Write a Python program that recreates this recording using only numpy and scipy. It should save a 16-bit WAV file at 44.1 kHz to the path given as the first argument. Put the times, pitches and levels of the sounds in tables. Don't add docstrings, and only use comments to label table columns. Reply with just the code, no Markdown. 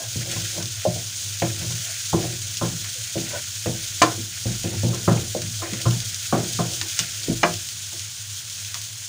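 import sys
import numpy as np
from scipy import signal
from scipy.fft import rfft, irfft, next_fast_len
from scipy.io import wavfile
from scipy.ndimage import uniform_filter1d

SR = 44100
rng = np.random.default_rng(int(sys.argv[2]) if len(sys.argv) > 2 else 0)


def transcribe(signal):
    frames = np.atleast_2d(signal).T
    limited = np.clip(frames, -1, 1)
    pcm = np.round(limited * 32767).astype(np.int16)
    wavfile.write(sys.argv[1], SR, pcm)


def level_to_linear(level):
    exponent = np.asarray(level, float) / 20
    return 10 ** exponent


N = 400428

# (frequency [Hz], density [dB per Hz])
AIR_SPECTRUM = [(140, -45), (240, -13), (414, -3.5), (475, -10), (1060, -2.5), (1140, 1), (1340, -13),
                (1500, -12), (1950, -1), (3300, -120)]
AIR_DB = -55.5
KITCHEN_T60_S, WALL_CUT_HZ = 0.2, 6300

# (frequency [Hz], density [dB per Hz])
ROAR_SPECTRUM = [(15, -73), (25, -35.5), (65, -41), (82, 1), (101, -5), (115, -7), (130, -25), (183, -20),
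                 (260, -37), (340, -67), (570, -120)]
DRONE_HZ, DRONE_WIDTH_HZ, ROAR_DB = 103.1, 9.1, -67
DRONE_DB, DRONE_WAVER_DB = -45, -0.5
DRONE_SHAKEN_DB, SHAKE_S = -9.5, 0.2
DRONE_LEFT_DB = -2

# (time [s], pitch [Hz], level [dB])
SQUEAK = [
    (2.945, 650, -58),
    (2.96, 527, -42),
    (2.985, 476, -45),
    (3.005, 520, -50),
    (3.02, 600, -45),
]

# (peak time [s], half length [s], pitch [Hz], level [dB])
RUBS = [
    (0.026, 0.048, 643, -40.5),
    (0.597, .03, 600, -40.5),
    (1.888, 0.048, 670, -51),
    (3.356, 0.034, 600, -33.5),
    (5.65, .04, 650, -46),
    (6.846, 0.041, 330, -47.5),
    (7.312, 0.027, 261, -29.5),
]
# (multiple of its pitch [1], level [dB])
RUB_PARTIALS = [(1, 0.5), (1.63, -12.5), (2.5, -8)]
RUB_WIDTH_HZ = 44

# (peak time [s], half length [s], rumble [dB], rasp [dB])
STROKES = [(0.0, 0.28, -42, -51), (0.335, 0.24, -37, -32.5), (0.568, 0.066, -49, -30.5),
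           (1.266, 0.22, -59, -47), (1.622, 0.18, -31, -36.5), (1.74, 0.084, -33, -60),
           (2.25, .1, -28.5, -27.5), (2.477, 0.05, -45, -42), (2.64, 0.34, -40.5, -69),
           (2.908, 0.11, -46, -60), (3.29, .1, -48, -39), (4.2, 0.14, -46, -63), (4.5, 0.077, -37, -46),
           (4.739, 0.073, -19.5, -29.5), (4.892, 0.057, -30, -38), (5.17, 0.079, -20, -21),
           (5.46, .08, -28, -98), (5.69, 0.13, -40, -30.5), (5.82, .1, -46, -35), (6.11, .1, -43, -57),
           (6.461, .06, -28, -32.5), (6.612, 0.064, -22, -51), (6.72, 0.15, -46, -36.5),
           (7.29, 0.19, -59, -38), (7.47, 0.038, -23, -54)]
STROKE_FADE_DB, IDLE_DB = 19.5, -63.5
SPOON_DOWN_S = 7.8

# (time [s], peak [dB], hardness [octaves], thud into the grate [dB], weight [0-2])
KNOCKS = [(0.852, -26.5, 1, -73, 0.18), (1.42, -23.5, 1.266, -21.5, 1.03), (2.13, -20, 1.53, -20.5, 1.56),
          (2.613, -24, 2.04, -13, 1.72), (3.154, -25.5, 0.92, -21.5, 1.9), (3.659, -23, 0.93, -20.5, 1.55),
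          (4.019, -17, 2.03, -31, 1.4), (4.455, -30, 1.04, -17, 1.67), (4.641, -28.5, 0.95, -29, 1.64),
          (4.833, -21, 0.86, -17, 2.2), (4.931, -38, 2.4, -37, 1.54), (5.077, -17.5, 2.02, -9.5, 1.66),
          (5.349, -27.5, 0.94, -32, 0.45), (5.62, -35, 2.5, -65, 1.32), (5.855, -24.5, 2.1, -16, 1.7),
          (6.325, -16.5, 1.94, -12.5, 1.76), (6.589, -25, 1.97, -26, 1.57),
          (7.283, -24.5, 0.34, -17.5, 0.55), (7.432, -19.5, 1.46, -33, 0.93), (8.754, -59, 1.74, -58, 0.21)]
# (time [s], peak [dB], hardness [octaves], thud [dB])
NUDGES = [(0.156, -36, 0.66, -25), (0.278, -61, 2.4, -32), (0.362, -43.5, 1.76, -26),
          (0.576, -38, 1.38, -34), (0.619, -52, 3.1, -33), (0.869, -39, 0.66, -21),
          (0.959, -38.5, 1.25, -37), (1.703, -47, 1.54, -33.5), (2.718, -70, 1.9, -31),
          (4.177, -33, 0.17, -34), (5.719, -31, 0.35, -26), (6.992, -43, 0.99, -35), (7.925, -49, 1.5, -53)]
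NUDGE_WEIGHT = 1.43
THUD_HZ, BODY_HZ = 130, 330
SOFT_FALL_DB = 40
LIGHT_TILT_DB, EVEN_WEIGHT = 8.5, 1.328
TOCK_DB, TOCK_T60_S = 8, 0.027
TOCK_PITCH_SHARE = 0.918

# (time [s], peak [dB], extra tilt [dB per octave])
RIM_HITS = [
    (4.018, 3, 1.5),
    (7.432, -9, 5.5),
]
# (frequency [Hz], level [dB], t60 [s])
RIM_MODES = [(312, -7, .25), (338, -11, .2), (709, 0, .11), (1093, -6, .1), (1170, -12, .15),
             (1350, -14, .1), (1625, -13, .09), (1768, -12, .09), (1960, -14, .08), (2365, -11, .06),
             (2930, -14, .04), (3540, -14, .045), (4100, -13, .05), (5200, -16, .035), (6300, -15, .035)]
# (frequency [Hz], level [dB], t60 [s])
CLATTER = [(107, 4.5, 0.21), (258, -10.5, 0.24), (600, -4.5, 0.21), (1120, -8.5, 0.13), (2500, 3, 0.52)]
# (frequency [Hz], level [dB], t60 [s])
PAN_MODES = [(50.3, 1.5, 0.85), (119.4, 0, 0.44), (166.7, 4.5, 0.15), (224.3, -6.5, 0.13),
             (327.7, -1, 0.28), (367.3, -8, 0.27), (431.5, -16, 0.13), (501, -9.5, 0.22),
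             (551.4, 2.5, 0.058), (617, -11, 0.17), (710, -3.5, 0.097), (824, -47, 0.057), (907, -18, 0.03),
             (1044, 3, 0.1), (1182, -33.5, 0.041), (1318, -0.5, 0.043), (1365, -5, 0.079)]

# (time [s], peak [dB])
POPS = [(0.3145, -15), (0.626, -17.5), (0.657, -21), (1.4, -19), (2.4179, -24), (2.5704, -15.5),
        (2.8442, -24), (4.0212, -6), (4.6343, -20), (4.9467, -21), (5.4187, -18), (5.7336, -19.5),
        (5.816, -16.5), (5.909, -18), (6.003, -20), (6.145, -19), (6.459, -26), (6.5342, -19),
        (6.7356, -20), (6.8137, -16), (6.8843, -17.5), (6.991, -6.5), (7.233, -19.5), (7.5394, -20),
        (7.6883, -19.5), (7.9947, -20.5), (8.4987, -23), (8.6482, -23), (8.7434, -16), (8.8154, -22)]
SPRAY_T60_S, SPRAY_GROWS = 0.084, 0.24
# (time [s], peak [dB], t60 [s])
CRACKS = [
    (1.4207, -15, 0.18),
    (2.8434, -25.5, 0.28),
    (3.6586, -21, 0.089),
    (4.0178, -4, 0.049),
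    (5.4191, -27, 0.067),
    (5.7334, -21, 0.073),
    (6.8134, -18.5, 0.073),
    (6.99, -14, 0.054),
    (7.4325, 0, 0.077),
    (8.7424, -23.5, 0.15),
]

# (time [s], sizzle level [dB])
FRYING = [(0.0, -32), (0.48, -28.5), (0.66, -31.5), (1.11, -31), (1.9, -29.5), (2.71, -31), (4.32, -31),
          (4.5, -31), (5.66, -32), (5.89, -30.5), (6.65, -30), (6.85, -29.5), (8.24, -34), (8.72, -33),
          (9.08, -33.5)]
# (frequency [Hz], density [dB per Hz])
SIZZLE_SPECTRUM = [(880, -40), (1500, -8.5), (1800, -22.5), (2030, -20.5), (2350, -10.5), (2530, -9.5),
                   (3130, -0.5), (3760, -1), (4910, -0.5), (7030, 2.5), (7780, 0), (9010, -0.5),
                   (13500, -14.5)]
# (frequency [Hz], density [dB per Hz])
COARSE_SPECTRUM = [(410, -24), (700, -7), (805, -57), (1380, -3.5), (2360, -1.5), (2530, 0.5), (3200, -10),
                   (4160, -8), (7040, -120)]
FINE_FOLLOWS = 0.23
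WET_DB, WET_FOLLOWS = -46.5, 1.6
WET_STIRRED_DB = -9.5

# (frequency [Hz], gain [dB])
MICROPHONE = [(30, -18), (50, -24.5), (90, -0.5), (5700, 1.5), (6600, 4), (7500, -1.5), (13400, -4),
              (14000, 2), (14600, 3), (15600, 22), (15750, -56)]


def rms_one(x):
    return x / np.sqrt(np.mean(x ** 2) + 1e-20)


def in_time(rows):
    s, *columns = np.transpose(rows)
    return [np.interp(np.arange(N) / SR, s, c) for c in columns]


def colour(x, spectrum):
    size = next_fast_len(N)
    hz = np.maximum(np.fft.rfftfreq(size, 1 / SR), 1)
    table = np.array(spectrum)
    gain_db = np.interp(np.log(hz), np.log(table[:, 0]), table[:, 1])
    return irfft(rfft(x, size) * level_to_linear(gain_db), size)[:N]


def band_pass(x, low_hz, high_hz, order):
    return signal.sosfilt(signal.butter(order, [low_hz, high_hz], "band", fs=SR, output="sos"), x)


def drift(rate):
    r = np.exp(-80 * np.pi * rate / SR)
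    white = rng.standard_normal(N // 40 + 2002)
    slow = signal.lfilter([1], [1, -2 * r, r * r], white)[2000:]
    return np.interp(np.arange(N) / 40, np.arange(len(slow)), rms_one(slow))


def ring(clicks, hz, t60):
    r = np.exp(-np.log(1000) / (t60 * SR))
    w = 2 * np.pi * hz / SR
    return signal.lfilter([0, np.sin(w)], [1, -2 * r * np.cos(w), r * r], clicks + 1e-18)


def grains(per_s, spread_db):
    sizes = level_to_linear(spread_db * np.minimum(rng.exponential(1, N), 6))
    sizes = sizes * rng.choice([-1, 1], N)
    return rms_one(sizes * (rng.random(N) < per_s / SR))


def air():
    return level_to_linear(AIR_DB - 5.0) * rms_one(colour(rng.standard_normal(N), AIR_SPECTRUM))


def kitchen(x):
    size = next_fast_len(N + SR)
    w = 2 * np.pi * np.fft.rfftfreq(size)
    wall = 1 / (1 + 1j * w * SR / (2 * np.pi * WALL_CUT_HZ))
    answer = 0
    for k, lag in enumerate(np.round(rng.uniform(.006, 0.033, size=8) * SR)):
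        loop = np.exp(-np.log(1000) * lag / SR / KITCHEN_T60_S - 1j * w * lag) * wall
        answer = answer + (-1) ** k * loop / (1 - loop)
    return irfft(rfft(x, size) * answer, size)[:N]


def stirring():
    t = np.arange(N) / SR
    out = np.full((2, N), float(IDLE_DB))
    for s, half_s, *db in STROKES:
        stroke = np.array(db)[:, None] - STROKE_FADE_DB * np.abs(t - s) / half_s
        out = np.maximum(out, stroke)
    return np.where(t < SPOON_DOWN_S, out, -120)


def burner():
    calm = level_to_linear(DRONE_DB + DRONE_LEFT_DB * (np.arange(N) > SPOON_DOWN_S * SR))
    shaken = uniform_filter1d(level_to_linear(stirring()[0] + DRONE_SHAKEN_DB), round(SHAKE_S * SR))
    t60 = np.log(1000) / (np.pi * DRONE_WIDTH_HZ)
    drone = rms_one(ring(rng.standard_normal(N), DRONE_HZ, t60))
    steady = np.sin(2 * np.pi * DRONE_HZ * np.arange(N) / SR)
    roar = rms_one(colour(rng.standard_normal(N), ROAR_SPECTRUM))
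    waver = level_to_linear(4.5 + DRONE_WAVER_DB * drift(1.7))
    return waver * (calm + shaken) * (drone + 0.27 * steady) + level_to_linear(ROAR_DB) * roar


def squeak():
    hz, db = in_time(SQUEAK)
    t = np.arange(N) / SR
    sounding = (t > SQUEAK[0][0]) & (t < SQUEAK[-1][0])
    return sounding * level_to_linear(db - 5) * np.sin(2 * np.pi * np.cumsum(hz) / SR)


def rubs():
    out = np.zeros(N)
    noise = rng.standard_normal((len(RUBS), len(RUB_PARTIALS), SR // 2))
    t60 = np.log(1000) / (np.pi * RUB_WIDTH_HZ)
    for (s, half_s, hz, db), rows in zip(RUBS, noise):
        at = np.arange(SR // 2) + round(s * SR) - SR // 4
        swell = level_to_linear(db) * np.exp(-((at / SR - s) / half_s) ** 2)
        tone = 0
        for (multiple, level_db), row in zip(RUB_PARTIALS, rows):
            tone = tone + level_to_linear(level_db) * rms_one(ring(row, multiple * hz, t60))
        out[at[at >= 0]] += (swell * tone)[at >= 0]
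    return out


def touches():
    return sorted(KNOCKS + [(*row, NUDGE_WEIGHT) for row in NUDGES])


def knock_db(hz):
    s, db, hard, thud_db, weight = np.transpose(touches())
    octave = np.log2(hz / BODY_HZ)
    if octave < 0:
        return db + (thud_db - db) * min(octave / np.log2(THUD_HZ / BODY_HZ), 1)
    tilt_db = LIGHT_TILT_DB * (EVEN_WEIGHT - weight)
    return db + tilt_db * np.minimum(octave, hard) - SOFT_FALL_DB * np.maximum(octave - hard, 0)


def tock():
    t = np.arange(SR // 8) / SR
    out = np.zeros(N + len(t))
    for s, db, hard, thud_db, weight in touches():
        hz = TOCK_PITCH_SHARE * BODY_HZ * 2 ** min(hard, 2)
        level_db = db + LIGHT_TILT_DB * (EVEN_WEIGHT - weight) * min(hard, 2) + TOCK_DB
        note = np.sin(2 * np.pi * hz * t) * np.minimum(t * hz, 1)
        i = round(s * SR)
        out[i:i + len(t)] += level_to_linear(level_db - 60 * t / TOCK_T60_S) * note
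    return out[:N]


def rim():
    out = np.zeros(N)
    luck = rng.standard_normal((len(RIM_HITS), len(RIM_MODES)))
    for (hz, db, t60), chance in zip(RIM_MODES, luck.T):
        clicks = np.zeros(N)
        for (s, peak_db, tilt_db), c in zip(RIM_HITS, chance):
            strength = level_to_linear(peak_db + db - 13.0 + tilt_db * np.log2(hz / 700) + 2.1 * c)
            clicks[round(s * SR)] = strength
            clicks[round((s + .0035) * SR)] = 0.11 * strength
        out += ring(clicks, hz, t60)
    return signal.sosfilt(signal.butter(2, 7000, fs=SR, output="sos"), out)


def clatter():
    t = np.arange(SR // 3) / SR
    hz_table, db_table, t60_table = np.transpose(CLATTER)
    edges = 140 * 2 ** np.arange(0, 4.5, .5)
    white = rng.standard_normal((2, N)) * level_to_linear(1.9 * drift(43))
    drag = level_to_linear(stirring()[1] - 28.0)
    out = np.zeros(N)
    for k, (low, high) in enumerate(zip(edges, edges[1:])):
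        hz = np.sqrt(low * high)
        db = np.interp(np.log(hz), np.log(hz_table), db_table)
        t60 = np.interp(np.log(hz), np.log(hz_table), t60_table)
        rise = np.minimum(t / (0.0025 + .5 / hz), 1)
        crack = 0.43 * np.exp(-t / 0.00096)
        envelope = np.zeros(N + len(t))
        for row, level_db in zip(touches(), knock_db(hz)):
            i = round(row[0] * SR)
            fall = np.exp(-np.log(1000) * t / (t60 * np.clip(row[4], .2, 3))) + crack
            envelope[i:i + len(t)] += level_to_linear(level_db + db - 1.5) * rise * fall
        if 250 < hz < 900:
            envelope[:N] += drag
        out += rms_one(band_pass(white[k % 2], low, high, order=2)) * envelope[:N]
    return out


def pan():
    t = np.arange(SR // 16) / SR
    rough = rng.standard_normal((len(touches()), len(t) + len(PAN_MODES) * 50))
    push = t * np.exp(-t / 0.0036)
    push /= np.sum(push) / 2
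    luck = rng.standard_normal((len(touches()), len(PAN_MODES)))
    rumble_db, rasp_db = stirring()
    slips = grains(900, 2.6) * level_to_linear(3.6 * drift(17))
    rumble = slips * level_to_linear(rumble_db - 37)
    rasp = slips * level_to_linear(rasp_db - 38.5)
    out = np.zeros(N)
    for k, (hz, db, t60) in enumerate(PAN_MODES):
        force = np.zeros(N + len(t))
        swing = np.cos(2 * np.pi * hz * t)
        for row, level_db, noise, c in zip(touches(), knock_db(hz), rough, luck[:, k]):
            i = round(row[0] * SR)
            uneven = swing + 6.6 * noise[k * 50:k * 50 + len(t)]
            force[i:i + len(t)] += level_to_linear(level_db - 1.0 + 3.16 * c) * push * uneven
        if hz < 1000:
            force[:N] += rumble if hz < 260 else rasp
        out += level_to_linear(db) * ring(force[:N], hz, t60)
    return out


def bursts(rows, crack_s, spray_share):
    t = np.arange(SR // 4) / SR
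    out = np.zeros(N)
    sprays = rng.standard_normal((len(rows), len(t)))
    sprays[:, :2] = [2.5, -2.5]
    for (s, db, t60), spray in zip(rows, sprays):
        at = round(s * SR)
        burst = spray * (np.exp(-t / crack_s) + spray_share * np.exp(-np.log(1000) * t / t60))
        out[at:at + len(t)] += level_to_linear(db) * burst[:N - at]
    return out


def pops():
    rows = [(s, db, SPRAY_T60_S * level_to_linear(SPRAY_GROWS * (db + 15))) for s, db in POPS]
    spits = bursts(rows, crack_s=0.00057, spray_share=0.36)
    full = band_pass(bursts(CRACKS, crack_s=0.0072, spray_share=0.46), 1100, 2400, order=2)
    fine = band_pass(np.tanh(spits / .2) * 0.18, 9000, 14000, order=2)
    bright = band_pass(spits, 2720, 8750, order=3)
    return level_to_linear(2.0) * bright + level_to_linear(-7.5) * fine + level_to_linear(-2.5) * full


def fizz(spectrum, per_s, spread_db, surge_db, patchy_db, count):
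    surge = surge_db * (drift(7.3) + 1.63 * drift(45))
    wide = grains(per_s, spread_db)
    edges = spectrum[1][0] * 2 ** (np.arange(count + 1) * .7 - .7)
    out = np.zeros(N)
    for k, (low, high) in enumerate(zip(edges, edges[1:])):
        sized = np.roll(wide, (k + 1) * SR)
        band = band_pass(0.5 * wide + sized, low, high, order=2)
        out += band * level_to_linear(surge + patchy_db * drift(5.4))
    return rms_one(colour(out, spectrum))


def sizzle():
    (sizzle_db,) = in_time(FRYING)
    swing_db = sizzle_db - sizzle_db.mean()
    hiss = fizz(SIZZLE_SPECTRUM, 14000, spread_db=2.5, surge_db=0.61, patchy_db=-0.2, count=6)
    top = signal.sosfilt(signal.butter(4, 10000, "high", fs=SR, output="sos"), hiss)
    hiss = hiss + top * (level_to_linear(FINE_FOLLOWS * swing_db) - 1)
    coarse = fizz(COARSE_SPECTRUM, 5000, spread_db=0.5, surge_db=1.33, patchy_db=-0.05, count=5)
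    stirred = level_to_linear(stirring()[1] + WET_STIRRED_DB - 16.5)
    wet = level_to_linear(WET_DB + WET_FOLLOWS * swing_db) + stirred
    return level_to_linear(sizzle_db - 2.0) * hiss + wet * coarse


def scene():
    hits = pan() + clatter() + rim() + tock()
    spits = pops()
    echoes = kitchen(level_to_linear(-15.5) * hits + level_to_linear(-13.5) * spits)
    mix = hits + spits + echoes + sizzle() + burner() + air() + squeak() + rubs()
    return np.stack([mix, mix])


def top_cut(x):
    return signal.sosfilt(signal.butter(12, 17100, fs=SR, output="sos"), x)


def record(dry):
    x = 1.008 * colour(dry[0], MICROPHONE)
    x = x / (1 + x ** 4) ** .25
    x = signal.sosfilt(signal.cheby2(12, 60, 16200, fs=SR, output="sos"), 1.06 * x)
    return top_cut(np.stack([x, x]))


dry = scene()
out = record(dry)
transcribe(out)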